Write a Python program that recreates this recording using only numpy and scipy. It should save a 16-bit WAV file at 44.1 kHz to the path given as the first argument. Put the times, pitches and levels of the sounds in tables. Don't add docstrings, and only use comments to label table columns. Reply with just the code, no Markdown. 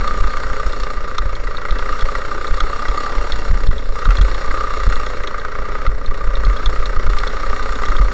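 import sys
import numpy as np
from scipy import signal
from scipy.fft import rfft, irfft
from scipy.io import wavfile

SR = 44100
rng = np.random.default_rng(int(sys.argv[2]) if len(sys.argv) > 2 else 0)


def gain_from_db(level_db):
    decades = np.asarray(level_db, float) / 20
    return 10 ** decades


def master_out(mix):
    frames = np.transpose(np.atleast_2d(mix))
    ceiling = np.clip(frames, -1, 1)
    pcm = np.round(ceiling * 32767).astype(np.int16)
    wavfile.write(sys.argv[1], SR, pcm)


N = 358533


def rms_one(x):
    return x / np.sqrt(np.mean(x ** 2) + 1e-20)


def in_time(rows):
    s, *columns = np.transpose(rows)
    return [np.interp(np.arange(N) / SR, s, column) for column in columns]


def resonate(x, hz, width_hz):
    r = np.exp(-np.pi * width_hz / SR)
    zeros = [(1 - r * r) / 2, 0, (r * r - 1) / 2]
    poles = [1, -2 * r * np.cos(2 * np.pi * hz / SR), r * r]
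    return signal.lfilter(zeros, poles, x)


def through(x, modes):
    rows = np.broadcast_to(x, (len(modes), x.shape[-1]))
    total = 0
    for k, (hz, width_hz, db) in enumerate(modes):
        total = total + (-1) ** k * gain_from_db(db) * resonate(rows[k], hz, width_hz)
    return total


# frequency in Hz, relative density in dB per Hz.
ROAD_COLOUR = [(8, -25), (18, -3.5), (30, -3.5), (45, -4), (62, -25), (120, -32.5), (200, -30.5),
               (330, -33)]
# time in seconds, rms level in dB.
ROUGHNESS = [(0.0, -19), (0.6, -24), (1.7, -25), (2.5, -25), (3.2, -27.5), (3.5, -17.5), (4.1, -27),
             (4.55, -23), (5.4, -27), (5.8, -23.5), (6.45, -23.5), (7.36, -23), (8.13, -19.5)]


def road():
    hz = np.fft.rfftfreq(N, 1 / SR) + 1
    points_hz, points_db = np.transpose(ROAD_COLOUR)
    colour = gain_from_db(np.interp(np.log(hz), np.log(points_hz), points_db, left=-60, right=-90))
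    rumble = irfft(rfft(rng.standard_normal(N)) * colour, N)
    return gain_from_db(in_time(ROUGHNESS)[0]) * rms_one(rumble)


# time in seconds, speed in firings per second.
REVS = [(0.0, 30.72), (0.52, 30.64), (1.19, 27.69), (1.51, 27.54), (1.98, 30.75), (2.44, 30.88),
        (3.19, 34.21), (3.93, 30.53), (4.79, 30.9), (5.3, 28.17), (5.74, 30.55), (6.51, 31.06),
        (6.99, 29.07), (7.58, 31.2), (8.13, 30.09)]


def firings():
    return np.cumsum(in_time(REVS)[0]) / SR


def bounce():
    axle = firings() / 3.016 + 0.2356
    road_db = in_time(ROUGHNESS)[0]
    level_db = -17.5 + 0.55 * (road_db - road_db.mean())
    return np.sqrt(2) * gain_from_db(level_db) * np.cos(2 * np.pi * axle)


# time in seconds, push in dB, frame ring in dB, frame ring frequency in Hz.
JOLTS = [(0.14, -22.5, -17.5, 36.4), (0.251, -6.5, -10, 41.8), (0.365, -34, -23.5, 40.4),
         (0.455, -26, -17, 50), (0.66, -13, -10, 42.9), (1.2, -15, -11.5, 40.8), (1.295, -32, -14, 40.7),
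         (1.397, -14, -36, 44.7), (1.712, -4, -8, 40.1), (1.82, -9, -19, 41), (1.919, -6.5, -28, 35.5),
         (2.032, -0.5, -12, 40.4), (2.158, -8, -19.5, 42.7), (2.513, -1.5, -11.5, 43.1),
         (2.625, -4, -13.5, 36.3), (2.89, -14, -9.5, 40.4), (3.174, -4.5, -12, 42.7),
         (3.33, -7, -9.5, 40.5), (3.52, -6.5, -2.5, 43.9), (3.694, 7.5, -8.5, 46.1),
         (3.896, -3.5, -14.5, 38), (4.079, -5.5, 2.5, 38.6), (4.201, 0.5, 2.5, 44.1),
         (4.302, -9, -10.5, 41.3), (4.492, -2, -21, 40.4), (4.879, 0, -5.5, 39.4), (4.996, -12, -23.5, 36),
         (5.196, -10.5, -21, 42.4), (5.591, -15, -14.5, 43), (5.882, 3, -10, 45.2), (6.09, 2.5, -24, 46),
         (6.277, -1, -10.5, 41.6), (6.383, -4.5, -11, 46.7), (6.471, -4.5, -2, 42.3),
         (6.678, -0.5, -9, 45.9), (6.793, 0, -16, 47.2), (6.866, -22.5, -12.5, 42.9),
         (6.975, 3.5, -16.5, 42.9), (7.08, 0, -3.5, 35.9), (7.207, -29, -20, 38), (7.498, -4, -17.5, 48),
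         (7.701, -17.5, -18, 40.6), (7.893, -19, -6.5, 33.9), (8, -15.5, 0, 41.5)]
# start in seconds, level in dB, length in seconds.
PULLS = [(0.205, -4, 0.021), (0.508, -11.5, 0.013), (1.256, -11, 0.011), (3.5, -2.5, .013),
         (3.67, 0, 0.021), (4.057, -7, .016), (4.185, -6, 0.0089), (4.865, -4.5, 0.014),
         (4.939, -5.5, 0.042), (6.451, -7.5, 0.016), (6.657, -4.5, 0.018), (7.045, -6, 0.019),
         (7.149, -7.5, .024), (7.944, -5.5, 0.027)]


def jolts(push_hz=17, push_t60=0.14, ring_t60=0.29, contact_hz=160):
    time = np.arange(N) / SR
    blows, after = np.zeros(N), time[:SR // 2]
    for s, push_db, ring_db, ring_hz in JOLTS:
        push = 0.007, push_db, push_hz, push_t60
        ring = 0.0022, ring_db, ring_hz, ring_t60
        for lead_s, db, hz, t60 in (push, ring):
            at = round((s - lead_s) * SR)
            swing = gain_from_db(db - 60 * after / t60) * np.sin(2 * np.pi * hz * after)
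            blows[at:at + len(after)] += swing[:N - at]
    for s, db, length_s in PULLS:
        blows -= gain_from_db(db) * np.sin(np.pi * np.clip((time - s) / length_s, 0, 1))
    return signal.sosfilt(signal.butter(2, contact_hz, fs=SR, output="sos"), blows)


def strikes(rows, chatter_s, modes):
    out, after = np.zeros(N), np.arange(1500) / SR
    for s, peak_db in rows:
        lasting_s = max(chatter_s * gain_from_db(-0.14 * (peak_db + 20)), 1 / SR)
        contacts = rng.standard_normal(len(after)) * np.exp(-after / lasting_s)
        contacts += 3.0 * (after == 0)
        colour = gain_from_db(2.5 * rng.standard_normal((len(modes), 1)))
        hit = through(contacts * colour, modes)
        at = round(s * SR)
        out[at:at + len(hit)] += (gain_from_db(peak_db) * hit / abs(hit).max())[:N - at]
    return out


# time in seconds, peak in dB.
TICKS = [(0.0757, -21), (0.7223, -23), (1.1815, -13.5), (1.3515, -23), (1.5693, -18), (1.707, -17),
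         (1.7857, -23), (2.0092, -21.5), (2.4688, -22.5), (2.603, -13), (2.8827, -24), (3.32, -9.5),
         (3.67, -22), (3.7796, -23), (4.0528, -19), (4.1685, -17.5), (4.2113, -19), (4.344, -23),
         (4.8888, -24), (4.956, -19), (5.0629, -23.5), (5.2722, -17.5), (5.3962, -25.5), (5.8646, -27.5),
         (6.06, -24), (6.3536, -20), (6.4488, -20.5), (6.567, -23), (6.6582, -11), (6.8568, -16.5),
         (7.1848, -16.5), (7.2734, -17), (7.7546, -21), (7.858, -22), (7.9014, -26.5), (7.9646, -19)]
# frequency in Hz, width in Hz, relative gain in dB.
LOOSE = [(2000, 210, -5), (3343, 100, 2), (3710, 183, 0), (4225, 146, 0), (5360, 180, -11.5),
         (6390, 270, -15), (7850, 380, -16.5)]


def ticks():
    return strikes(TICKS, 0.0038, LOOSE)


# time in seconds, peak in dB.
KNOCKS = [(0.3686, -21), (1.1837, -7), (1.4706, -19.5), (1.6162, -19), (1.6514, -13.5), (1.6846, -18),
          (1.792, -15.5), (1.8242, -22), (2.0198, -20), (2.1515, -9.5), (2.2498, -19.5), (2.3131, -16),
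          (2.604, -10), (2.8523, -12.5), (3.0626, -16), (3.7112, -19.5), (4.0547, -11), (4.1061, -9),
          (4.2118, -16.5), (4.5104, -14), (4.801, -19), (4.9234, -11), (5.2355, -14.5), (5.3422, -14.5),
          (5.449, -14), (5.8646, -10.5), (6.995, -17), (7.0658, -12), (7.1021, -21.5), (7.1332, -15.5),
          (7.1696, -20.5), (7.2344, -15.5), (7.8346, -11.5), (7.884, -16), (7.9199, -11.5), (8.0132, -17)]
# frequency in Hz, width in Hz, relative gain in dB.
KNOCKED_PANEL = [(1224, 73, 8)]


def knocks():
    return strikes(KNOCKS, 0.0038, BODY[1:] + KNOCKED_PANEL)


def puff(turn, start, rise, fall):
    since = (turn - start) % 1
    return (1 - np.exp(-since / rise)) * np.exp(-since / fall)


def per_cycle(turn, spread_db, count):
    gains = gain_from_db(spread_db * rng.standard_normal((300, count)).clip(-1.7, 1.7))
    return gains[np.floor(turn).astype(int) + 1].T


def clatter(turn, modes, grain_db, idle, snap, fall, cycle_db, colour_db, kick=0):
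    grain_gain = gain_from_db(grain_db * rng.standard_normal(N // 32 + 1)).repeat(32)[:N]
    grains = rng.standard_normal(N) * grain_gain
    burst = puff(turn, 0, 0.03, fall) + snap * puff(turn, 0.024, 0.077, 0.052)
    burst += 0.9 * puff(turn, 0.9, 0.012, 0.024)
    fired = np.floor(turn - 0.05)
    front = np.diff(fired, prepend=fired[0]) * kick
    shaking = grains * idle + (grains * burst + front) * per_cycle(turn, cycle_db, count=1)[0]
    colour = per_cycle(turn, colour_db, count=len(modes))
    return rms_one(through(shaking * colour, modes))


# frequency in Hz, width in Hz, relative gain in dB.
PIPE = [(406.8, 44, 4), (552, 107, 6), (633, 110, -6.5)]


def exhaust(turn, echo_turn=0.29, echo_db=-2.0, rough=0.75):
    pulses = np.zeros(N)
    for lag, db in (0, 0), (echo_turn, echo_db):
        strength = per_cycle(turn - lag, 2.6, count=1)[0]
        pulses[1:] += gain_from_db(db) * np.diff(np.floor(turn - lag)) * strength[1:]
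    flow = 0.53 + puff(turn, 0, 0.016, 0.046) + puff(turn, echo_turn, 0.025, 0.25)
    gas = rng.standard_normal(N) * flow
    ringing = through(rms_one(pulses) + rough * rms_one(gas), PIPE)
    return rms_one(signal.sosfilt(signal.butter(4, 680, fs=SR, output="sos"), ringing))


# start in seconds, end in seconds, level change in dB.
HEAD_TURNS = [(0.9, 1.8, -2), (5.1, 6.703, -5)]


def head_shade(swing_s=0.28):
    time = np.arange(N) / SR
    shade_db = np.zeros(N)
    for start, end, db in HEAD_TURNS:
        shade_db += db * np.clip(np.minimum(time - start, end - time) / swing_s, 0, 1)
    return shade_db


# time in seconds, load on the engine in dB, how freely the loose panel buzzes in dB.
LOAD = [(0.0, 1, 1), (0.5, 0.5, -1.5), (0.95, -1.5, 0), (1.45, -2.5, -1), (1.9, 1, -1), (2.35, -0.5, 0),
        (2.8, 0, 0.5), (3.1, 1, 1), (3.32, 0, -6), (3.6, -1.5, -3.5), (3.93, -6.5, 0), (3.96, -1, 4),
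        (4.25, 1.5, -6.5), (4.6, 0.5, 3.5), (4.9, 1, -1.5), (5.15, 0, -5), (5.5, -1, -1.5),
        (5.85, -0.5, 2.5), (5.97, -5, -2.5), (6.2, -2, 0), (6.5, 0, 0), (7.0, -1, 0), (7.35, 1, -3),
        (7.75, 1, -1.5), (8.13, -0.5, 0)]
# rms level in dB at zero load and usual speed, dB per dB of load, dB per extra firing a second.
ENGINE_PARTS = [(-32, 1.29, -0.11), (-29, 1.85, 0.1), (-39.5, .9, 0.54), (-34, 0.53, .1), (-44.5, 0.9, 2),
                (-42, 1.1, 0.4)]


def part_levels():
    load_db, buzz_db = in_time(LOAD)
    extra_revs = in_time(REVS)[0] - 30.7
    shade_db = head_shade()
    own_db = 0, buzz_db, shade_db, 0, 0.62 * shade_db, 0
    levels = []
    for (db, by_load, by_revs), own in zip(ENGINE_PARTS, own_db):
        levels.append(db + by_load * load_db + by_revs * extra_revs + own)
    return levels


# multiple of the firing rate, rms level in dB.
ORDERS = [(2, -39), (3, -46), (4, -48), (5, -54), (6, -56)]
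# frequency in Hz, width in Hz, relative gain in dB.
BODY = [(1067, 250, -7), (1349.5, 52, 0), (1507, 149, -4.5), (1927, 104, -4.5), (2150, 148, -10)]
PANEL = [(1166.4, 58, -1.6), (1233.4, 86, -0.36)]
SHELL = [(2747, 98, -7), (3275, 350, -9), (3565, 830, -8.5), (4387, 180, -6), (4796, 190, -12.5),
         (5660, 270, -11), (6746, 278, -12), (8170, 590, -7.5)]
INTAKE = [(727, 290, 0.019), (954, 320, 0.0076)]
BOOM = [(247, 59, -0.41), (358, 100, -0.59)]


def engine():
    turn = firings() - 0.28
    orders = np.zeros(N)
    for multiple, db in ORDERS:
        orders += np.sqrt(2) * gain_from_db(db) * np.sin(2 * np.pi * multiple * turn)
    turn = turn + 0.012 * np.interp(turn, np.arange(-1, 299), rng.standard_normal(300))
    body_db, panel_db, shell_db, pipe_db, intake_db, boom_db = part_levels()
    even = dict(grain_db=1.0, cycle_db=1.0)
    body = clatter(turn, BODY, idle=0.27, snap=0.5, fall=0.12, colour_db=0.5, kick=6.9, **even)
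    panel = clatter(turn, PANEL, idle=0.35, snap=0.21, fall=0.2, colour_db=1.2, kick=11.2, **even)
    shell = clatter(turn, SHELL, grain_db=3.5, idle=0.75, snap=0.34, fall=0.21, cycle_db=5.0, colour_db=1.5)
    intake = clatter(turn, INTAKE, idle=0.64, snap=0.48, fall=0.73, colour_db=0.5, **even)
    boom = clatter(turn, BOOM, idle=0.39, snap=0.3, fall=0.2, colour_db=4.5, **even)
    mounted = gain_from_db(body_db) * body + gain_from_db(panel_db) * panel + gain_from_db(shell_db) * shell
    airborne = gain_from_db(pipe_db) * exhaust(turn) + gain_from_db(intake_db) * intake + gain_from_db(boom_db) * boom
    return mounted + airborne + orders


def scene():
    return (road() + bounce() + jolts() + ticks() + knocks() + engine())[None]


def roll_off(x):
    return signal.sosfilt(signal.butter(12, 8790, fs=SR, output="sos"), x)


def record(dry):
    clip_level = 0.714
    coupled = signal.sosfilt(signal.butter(1, 1, "high", fs=SR, output="sos"), dry)
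    cut = signal.sosfilt(signal.cheby2(8, 60, 9400, fs=SR, output="sos"), coupled)
    mix = np.clip(cut, -clip_level, clip_level)
    return roll_off(mix)


dry = scene()
out = record(dry)
master_out(out)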